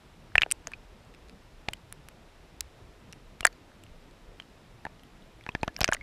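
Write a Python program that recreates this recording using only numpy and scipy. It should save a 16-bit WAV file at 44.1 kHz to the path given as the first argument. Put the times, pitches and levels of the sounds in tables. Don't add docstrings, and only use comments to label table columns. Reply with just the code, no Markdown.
import sys
import numpy as np
from scipy import signal
from scipy.io import wavfile

SR = 44100
rng = np.random.default_rng(int(sys.argv[2]) if len(sys.argv) > 2 else 0)


def master_out(mix):
    frames = np.transpose(np.atleast_2d(mix))
    ceiling = np.clip(frames, -1, 1)
    pcm = np.round(ceiling * 32767).astype(np.int16)
    wavfile.write(sys.argv[1], SR, pcm)


def makeup_ratio(level_db):
    decades = np.asarray(level_db, float) / 20
    return 10 ** decades


N = 265631

# start_s (middle of the dip), level_db, push_ms, back_db (swing back)
SHOVES = [(0.3538, -29, 9.7, -6), (0.3803, -34, 2.2, 1), (0.422, -36, 3.3, -8), (1.6857, -27.5, 3.8, -11),
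          (3.4077, -42.5, 2.54, 5.5), (4.8546, -32, 1.9, -18), (4.868, -39.5, 3.1, -20.5),
          (5.4667, -38, 2.6, -12.5), (5.492, -29, 2.6, -15), (5.552, -20.5, 2.5, -26),
          (5.6333, -16, 1.74, -27), (5.6805, -24.5, 3.3, -18), (5.8132, -23, 4.3, -2),
          (5.833, -28, 1.5, -14), (5.891, -21, 3.1, -23)]


def rms_one(x):
    return x / np.sqrt(np.mean(x ** 2) + 1e-20)


def peak_one(x):
    return x / np.abs(x).max()


def band(x, low_hz, high_hz):
    return signal.sosfilt(signal.butter(2, [low_hz, high_hz], "band", fs=SR, output="sos"), x)


def add(out, start_s, sound):
    at = round(start_s * SR)
    out[at:at + len(sound)] += sound[:N - at]


def drift(rate_hz):
    r = np.exp(-80 * np.pi * rate_hz / SR)
    slow = signal.lfilter([1], [1, -2 * r, r * r], rng.standard_normal(N // 40 + 2002))[2000:]
    return np.interp(np.arange(N) / 40, np.arange(len(slow)), rms_one(slow))


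def ring(force, pitch_hz, t60_s):
    r = makeup_ratio(-60 / (t60_s * SR))
    w = 2 * np.pi * pitch_hz / SR
    return signal.lfilter([0, np.sin(w)], [1, -2 * r * np.cos(w), r * r], force)


def water():
    # pitch_hz, level_db (per Hz)
    floor = [(22, 5), (56, -10), (218, -17), (600, -22), (1200, -27.5), (3160, -32.5), (13800, -51.5),
             (15000, -52)]
    # start_s, level_db
    surge = [
        (0.0, -60),
        (0.5, -56),
        (1.68, -58.5),
        (3.22, -57.5),
        (5.33, -60.5),
        (5.75, -56),
        (6.02, -53.5),
    ]
    out = 0
    edges = 22 * 2 ** np.arange(0, 9.6, .5)
    white = rng.standard_normal((2, N + SR))
    together = drift(12.0)
    surge_db = np.interp(np.arange(N) / SR, *np.transpose(surge))
    surge_db = surge_db - surge_db.mean()
    hz_points, db_points = np.transpose(floor)
    for k, (low_hz, high_hz) in enumerate(zip(edges, edges[1:])):
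        noise = band(white[k % 2], low_hz, high_hz)[SR:]
        hz = np.sqrt(low_hz * high_hz)
        watery = 1 / (1 + (hz / 300) ** 1.8)
        lumps_db = watery * (surge_db + 2.0 * together + 4.42 * drift(6.7)) + 0.12 * drift(14.0)
        level_db = np.interp(np.log(hz), np.log(hz_points), db_points)
        out = out + makeup_ratio(level_db + lumps_db) * noise
    out = signal.lfilter(*signal.butter(1, 45, "high", fs=SR), out)
    hiss_edge = signal.cheby2(10, 50, 15700, fs=SR, output="sos")
    return makeup_ratio(-53) * rms_one(signal.sosfilt(hiss_edge, out))


def shell(contact):
    # pitch_hz, level_db, t60_s
    modes = [(750, -28.5, 0.027), (1790, -26, .027), (2420, -28, 0.02), (2900, -33, 0.027),
             (4550, -39, 0.013), (5700, -29.5, 0.017)]
    return sum(makeup_ratio(level_db) * ring(contact, hz, t60_s) for hz, level_db, t60_s in modes)


def thumps():
    out, t = np.zeros(N), np.arange(2000) / SR
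    for start_s, level_db, push_ms, back_db in SHOVES:
        push_s = push_ms / 1000
        dip = np.sin(np.pi * np.clip(t / push_s, 0, 1)) ** 2
        after = np.clip(t - 0.7 * push_s, 0, None)
        swing = np.cos(2 * np.pi * 28 * after)
        back = peak_one((1 - np.exp(-after / 0.0017)) * np.exp(-after / 0.011) * swing)
        add(out, start_s - push_s / 2, makeup_ratio(level_db) * (makeup_ratio(back_db) * back - dip))
    return out


def snaps():
    # start_s, level_db (peak), low_hz, high_hz, direction (+1 or -1)
    touches = [(0.735, -36, 1100, 4000, -1), (1.6861, -24, 950, 1490, -1), (1.9254, -32, 900, 3200, 1),
               (1.9258, -34.5, 11500, 15000, 1), (2.0865, -33, 900, 3300, -1),
               (2.6077, -21.5, 10000, 15400, 1), (3.1306, -36, 1300, 4000, -1), (3.4, -49.5, 2000, 9000, 1),
               (3.4318, -52, 4000, 13000, 1), (3.8373, -43, 6000, 12000, 1), (4.3998, -37, 500, 1800, -1),
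               (4.852, -36.5, 2000, 3800, -1), (4.867, -39, 2000, 2900, -1), (5.879, -29, 2500, 4500, 1),
               (5.917, -35, 2500, 8000, 1), (5.9425, -30, 3000, 6500, 1)]
    out, step = np.zeros(N), 1.0 * (np.arange(600) == 0)
    for start_s, level_db, low_hz, high_hz, direction in touches:
        sound = peak_one(band(step, low_hz, min(high_hz, 16000)))
        add(out, start_s, np.sign(direction) * makeup_ratio(level_db) * sound)
    return out


def strikes(rows, cycles, rough, broad_db, second_db, spread, lasting, longest, first=-1):
    out, t = np.zeros(N), np.arange(2600) / SR
    grit = rng.standard_normal((len(rows), 2, len(t)))
    for (start_s, level_db, hz, t60_s, *second), (slip, scatter) in zip(rows, grit):
        t60_s = np.clip(t60_s, .0015, longest)
        push = np.exp(-t * hz / cycles)
        force = (1 - rough) * np.cos(2 * np.pi * hz * t) + rough * slip
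        sound = peak_one(ring(first * push * force, hz, t60_s))
        messy = 1 / (1 + (hz * t60_s / 30) ** 2)
        close_hz = hz * (1 + 0.13 * np.tanh(slip[-1]))
        sound = sound + messy * makeup_ratio(-8.5) * peak_one(ring(push * scatter, close_hz, 1.2 * t60_s))
        if second:
            second_ring = peak_one(ring(push * slip, second[0], .65 * t60_s))
            sound = sound + messy * makeup_ratio(second_db) * second_ring
        own_db = min(second[1], 12) if second else 0
        snap = first * 4.4 * (t == 0)
        fading = scatter * makeup_ratio(-60 * t / (0.00088 + lasting * t60_s))
        crack = band(snap + fading, hz / spread ** 1.3, min(hz * spread ** 0.85, 15500))
        sound = sound + makeup_ratio(broad_db + own_db) * messy * peak_one(crack)
        add(out, start_s, makeup_ratio(level_db) * peak_one(sound))
    return out


def partner(hz, crack_db, middle_hz, ratio):
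    crisp = crack_db > -5.5
    return hz * ratio if hz < middle_hz and crisp else hz / ratio


def pings():
    # start_s, level_db (peak), pitch_hz, t60_s
    rows = [
        (3.4727, -31, 4480, .013),
        (5.518, -48, 3220, .009),
        (5.6126, -46, 4250, .007),
        (3.529, -52, 4510, .012),
        (1.6812, -45, 1810, .013),
        (5.6842, -45, 1715, .041),
        (5.7815, -47, 1640, .036),
        (5.7823, -51, 2890, .026),
    ]
    return strikes(rows, cycles=3.6, rough=.1, broad_db=-19.0, second_db=0, spread=1.6, lasting=.4, longest=.05)


def knocks():
    # start_s, level_db (peak), pitch_hz, t60_s
    rows = [(0.3547, -19, 790, 0.015), (0.38, -21.5, 750, 0.008), (0.4178, -38, 900, 0.017),
            (0.4187, -45, 640, 0.008), (0.4318, -28.5, 770, 0.021), (0.4629, -29.5, 770, 0.009),
            (0.6716, -36.5, 650, 0.021), (1.6855, -22.5, 823, 0.019), (3.4064, -39.5, 655, 0.022),
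            (3.4289, -31.5, 677, 0.018), (3.4508, -17.5, 712, 0.018), (3.4714, -42.5, 683, 0.026),
            (4.8512, -29.5, 860, 0.019), (4.8651, -28, 915, 0.013), (5.4637, -34.5, 850, 0.019),
            (5.489, -28, 990, 0.021), (5.5499, -27.5, 890, 0.013), (5.6309, -18, 882, 0.022),
            (5.6771, -23, 677, 0.024), (5.7901, -36, 710, 0.024), (5.8069, -30, 710, 0.082),
            (5.8127, -18, 695, 0.022), (5.8164, -29, 680, 0.028), (5.831, -31, 715, 0.183),
            (5.8427, -28, 680, 0.027), (5.8774, -37, 816, 0.137), (5.8874, -17, 650, 0.023),
            (5.9229, -23.5, 850, 0.013), (5.9281, -37, 680, 0.02), (5.9462, -32.5, 650, 0.018)]
    return strikes(rows, cycles=.4, rough=0.7, broad_db=0.0, second_db=0, spread=2.2, lasting=0.64,
                   longest=.021, first=1)


def ticks():
    # start_s, level_db (peak), pitch_hz, crack_db
    drifting = [(0.3587, -30.5, 9200, -4.5), (0.3803, -21, 4040, 11.5), (0.4112, -38, 6440, 3),
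                (0.42, -15.5, 3800, -11), (0.4233, -38, 6270, 1.5), (0.4268, -32, 7600, 11),
                (0.506, -30, 4930, 9), (0.5135, -11, 9250, -4), (0.5206, -9.5, 8160, -19.5),
                (0.5214, -14.5, 7960, -1), (0.6717, -21.5, 6670, -6.5), (1.6873, -22, 3700, 1),
                (1.7332, -34.5, 13000, 0), (1.7349, -22, 7900, 8), (1.9255, -27, 9940, -3),
                (2.0868, -31.5, 11500, 16), (2.6075, -12.5, 7700, 20), (3.1258, -33, 6000, 0),
                (3.131, -37.5, 5640, 1.5), (3.408, -25.5, 5430, 9), (3.449, -17.5, 4900, -5),
                (3.4518, -6.5, 7730, -13), (3.4534, -11.5, 9500, -12), (3.468, -9, 9600, 14),
                (3.4725, -36, 6000, 3)]
    # start_s, level_db (peak), pitch_hz, crack_db
    gripping = [(5.49, -39, 5540, 7), (5.55, -33.5, 6000, 0), (5.6313, -25.5, 4380, 7),
                (5.6782, -34, 6100, -3), (5.7649, -25, 5450, -24), (5.7761, -42, 13090, 0.5),
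                (5.7894, -33, 12800, -5), (5.807, -15, 4660, 9), (5.8068, -20.5, 12400, -4),
                (5.8146, -13, 5170, -11), (5.8164, -23, 5630, 1), (5.8235, -37, 4550, 0.5),
                (5.8323, -23, 5470, -4), (5.8433, -10, 6300, -17), (5.845, -13, 4900, -20),
                (5.8492, -32, 7640, -1), (5.8786, -22, 6100, -18), (5.88, -29, 5400, -11),
                (5.8894, -31, 6050, -2), (5.9166, -30, 10000, -9), (5.9332, -14.5, 6850, -13),
                (5.9393, -23.5, 9700, -5), (5.9431, -24, 9000, -6), (5.9475, -24, 6800, 2)]
    # start_s, level_db (peak), pitch_hz
    faint = [(0.353, -45, 6000), (0.366, -44, 5580), (0.4324, -39, 4500), (0.6809, -45, 8500),
             (0.7186, -38, 9220), (1.05, -52, 7860), (1.1397, -46.5, 4640), (1.1476, -46, 5350),
             (1.2853, -45, 4400), (1.296, -41.5, 5160), (1.71, -50, 9480), (1.7705, -48.5, 4490),
             (3.5276, -45.5, 7010), (3.8376, -41.5, 7800), (4.111, -48, 4440), (4.4012, -40, 4400),
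             (4.8516, -44, 9470), (5.0346, -48, 12000), (5.41, -48, 5090), (5.4379, -49, 5350),
             (5.4643, -41, 5730), (5.493, -42, 5700), (5.6467, -47, 11500), (5.7446, -47, 5070),
             (5.766, -45, 5800), (5.8526, -37, 4460), (5.8586, -35, 4730), (5.8912, -41, 5500)]
    rows = [(s, db, hz, 33 / hz, partner(hz, crack_db, 6600, 1.4), crack_db)
            for s, db, hz, crack_db in [*drifting, *gripping]]
    rows += [(s, db, hz, .003) for s, db, hz in faint]
    return strikes(rows, cycles=0.81, rough=.5, broad_db=7.0, second_db=-6.0, spread=1.9, lasting=0.94,
                   longest=0.0044)


def latch_chatter():
    after_s, gap_s, loss_db = .007, .004, 3
    return [(s + after_s + k * gap_s, db - 25 - k * loss_db, 1720, 0.0063)
            for s, db, *_ in SHOVES for k in range(3)]


def taps():
    # start_s, level_db (peak), pitch_hz, t60_s, crack_db
    drifting = [(0.3544, -4.5, 1836, 0.015, -2.5), (0.381, -1, 2650, 0.008, -13),
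                (0.4188, -6.5, 3030, 0.0055, 0.5), (0.4227, -20, 2500, 0.0049, -3),
                (0.426, -29.5, 1730, 0.01, -0.5), (0.4325, -14, 2540, 0.0051, -20),
                (0.433, -11, 2820, 0.0088, -9), (0.5132, -18, 2900, 0.0078, 10.5),
                (0.5196, -20, 3190, 0.0045, 2), (0.671, -23.5, 1770, 0.0014, 16),
                (0.735, -27.5, 2505, 0.025, 6.5), (1.686, -12.5, 2420, 0.0026, 9),
                (1.7332, -25.5, 2550, 0.0032, -4.5), (1.735, -26.5, 3050, 0.01, 2),
                (2.6086, -24.5, 2740, 0.005, 10), (3.4072, -20.5, 2270, 0.0033, 3.5),
                (3.4488, -19, 1150, 0.023, 11), (3.4518, -1, 1750, 0.0036, -15.5),
                (3.453, -14.5, 1130, 0.0034, 12), (3.4676, -17, 2230, 0.006, 12),
                (3.4724, -19, 1900, 0.012, -13.5), (4.3996, -27.5, 3150, 0.012, 2),
                (4.8519, -25.5, 1790, 0.011, -7), (4.8664, -33.5, 1770, 0.0086, -22)]
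    # start_s, level_db (peak), pitch_hz, t60_s, crack_db
    gripping = [(5.4644, -27, 1740, 0.006, -4), (5.4905, -23, 2560, 0.013, -5.5),
                (5.55, -18.5, 1780, 0.011, -2), (5.553, -31, 2000, 0.0066, -5),
                (5.6318, -17.5, 2550, 0.014, -1), (5.6793, -20.5, 1540, 0.0072, 14),
                (5.764, -27.5, 2320, 0.0047, -5), (5.8067, -20, 2500, 0.0089, 4),
                (5.8123, -16.5, 2260, 0.0024, 10), (5.814, -15, 3280, 0.0054, 1),
                (5.817, -24.5, 1540, 0.015, 11), (5.831, -27, 2390, 0.015, 18),
                (5.8435, -5.5, 2840, 0.0022, 2), (5.8781, -19.5, 2420, 0.0015, -2),
                (5.8792, -22, 2500, 0.011, -2), (5.888, -18, 1510, 0.016, 6),
                (5.916, -32, 2350, 0.0077, -3), (5.924, -9.5, 1610, 0.0078, -15),
                (5.9287, -23, 1230, 0.022, -5), (5.933, -18.5, 3000, 0.012, 9),
                (5.9411, -30, 1370, 0.0056, 5), (5.9421, -31, 2100, 0.0057, 1),
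                (5.9473, -21, 2410, 0.0051, 16)]
    # start_s, level_db (peak), pitch_hz
    faint = [(0.3198, -46.5, 1660), (0.397, -34, 1740), (0.4117, -31, 2410), (0.462, -36, 1560),
             (0.5057, -34.5, 2800), (0.681, -44.5, 1740), (0.718, -33.5, 1800), (0.7252, -42.5, 1520),
             (1.14, -46.5, 2750), (1.148, -44.5, 2580), (1.296, -43, 2480), (1.925, -42, 1750),
             (5.6465, -45, 3100), (3.1257, -46, 2740), (3.1306, -35, 2900), (3.5276, -50, 2510),
             (3.7174, -50, 1720), (3.8371, -42, 2980), (3.8653, -44, 2870), (4.4217, -43.5, 3040),
             (4.9953, -43, 3170), (5.0345, -46, 3083), (5.223, -47.5, 3550), (5.41, -42, 2310),
             (5.4383, -45, 3390), (5.4747, -42, 1710), (5.7908, -35, 1180), (5.823, -34, 2500),
             (5.8535, -35, 2370), (5.9545, -39, 1480)]
    # start_s, level_db (peak), pitch_hz, t60_s
    bubbles = [
        (0.388, -39, 1750, 0.027),
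        (3.4298, -34.5, 2800, 0.029),
        (5.6816, -30, 1720, 0.0075),
        (5.856, -41, 1670, 0.034),
        (5.967, -35.5, 1970, 0.016),
        (6.0106, -36, 2170, 0.033),
    ]
    rows = [(s, db, hz, t60_s, partner(hz, crack_db, 2000, 1.32), crack_db)
            for s, db, hz, t60_s, crack_db in [*drifting, *gripping]]
    rows += [(s, db, hz, 0.0063) for s, db, hz in faint]
    rows += [*bubbles, *latch_chatter()]
    return strikes(rows, cycles=0.78, rough=.3, broad_db=2.0, second_db=0.5, spread=1.8, lasting=1.0,
                   longest=.04)


def scene():
    hits = band(taps() + pings(), 750, 5070)
    hits = hits + band(ticks(), 2200, 13000)
    hits = hits + band(knocks(), 340, 1600)
    hits = hits + snaps()
    return (hits + makeup_ratio(-23.0) * shell(hits) + thumps() + water())[None]


def roll_off(x):
    return signal.sosfilt(signal.butter(12, 16590, fs=SR, output="sos"), x)


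def record(dry):
    treble_cut = signal.cheby2(10, 60, 17300, fs=SR, output="sos")
    mix = signal.sosfilt(treble_cut, np.clip(dry, -1, 1))
    return roll_off(mix)


dry = scene()
out = record(dry)
master_out(out)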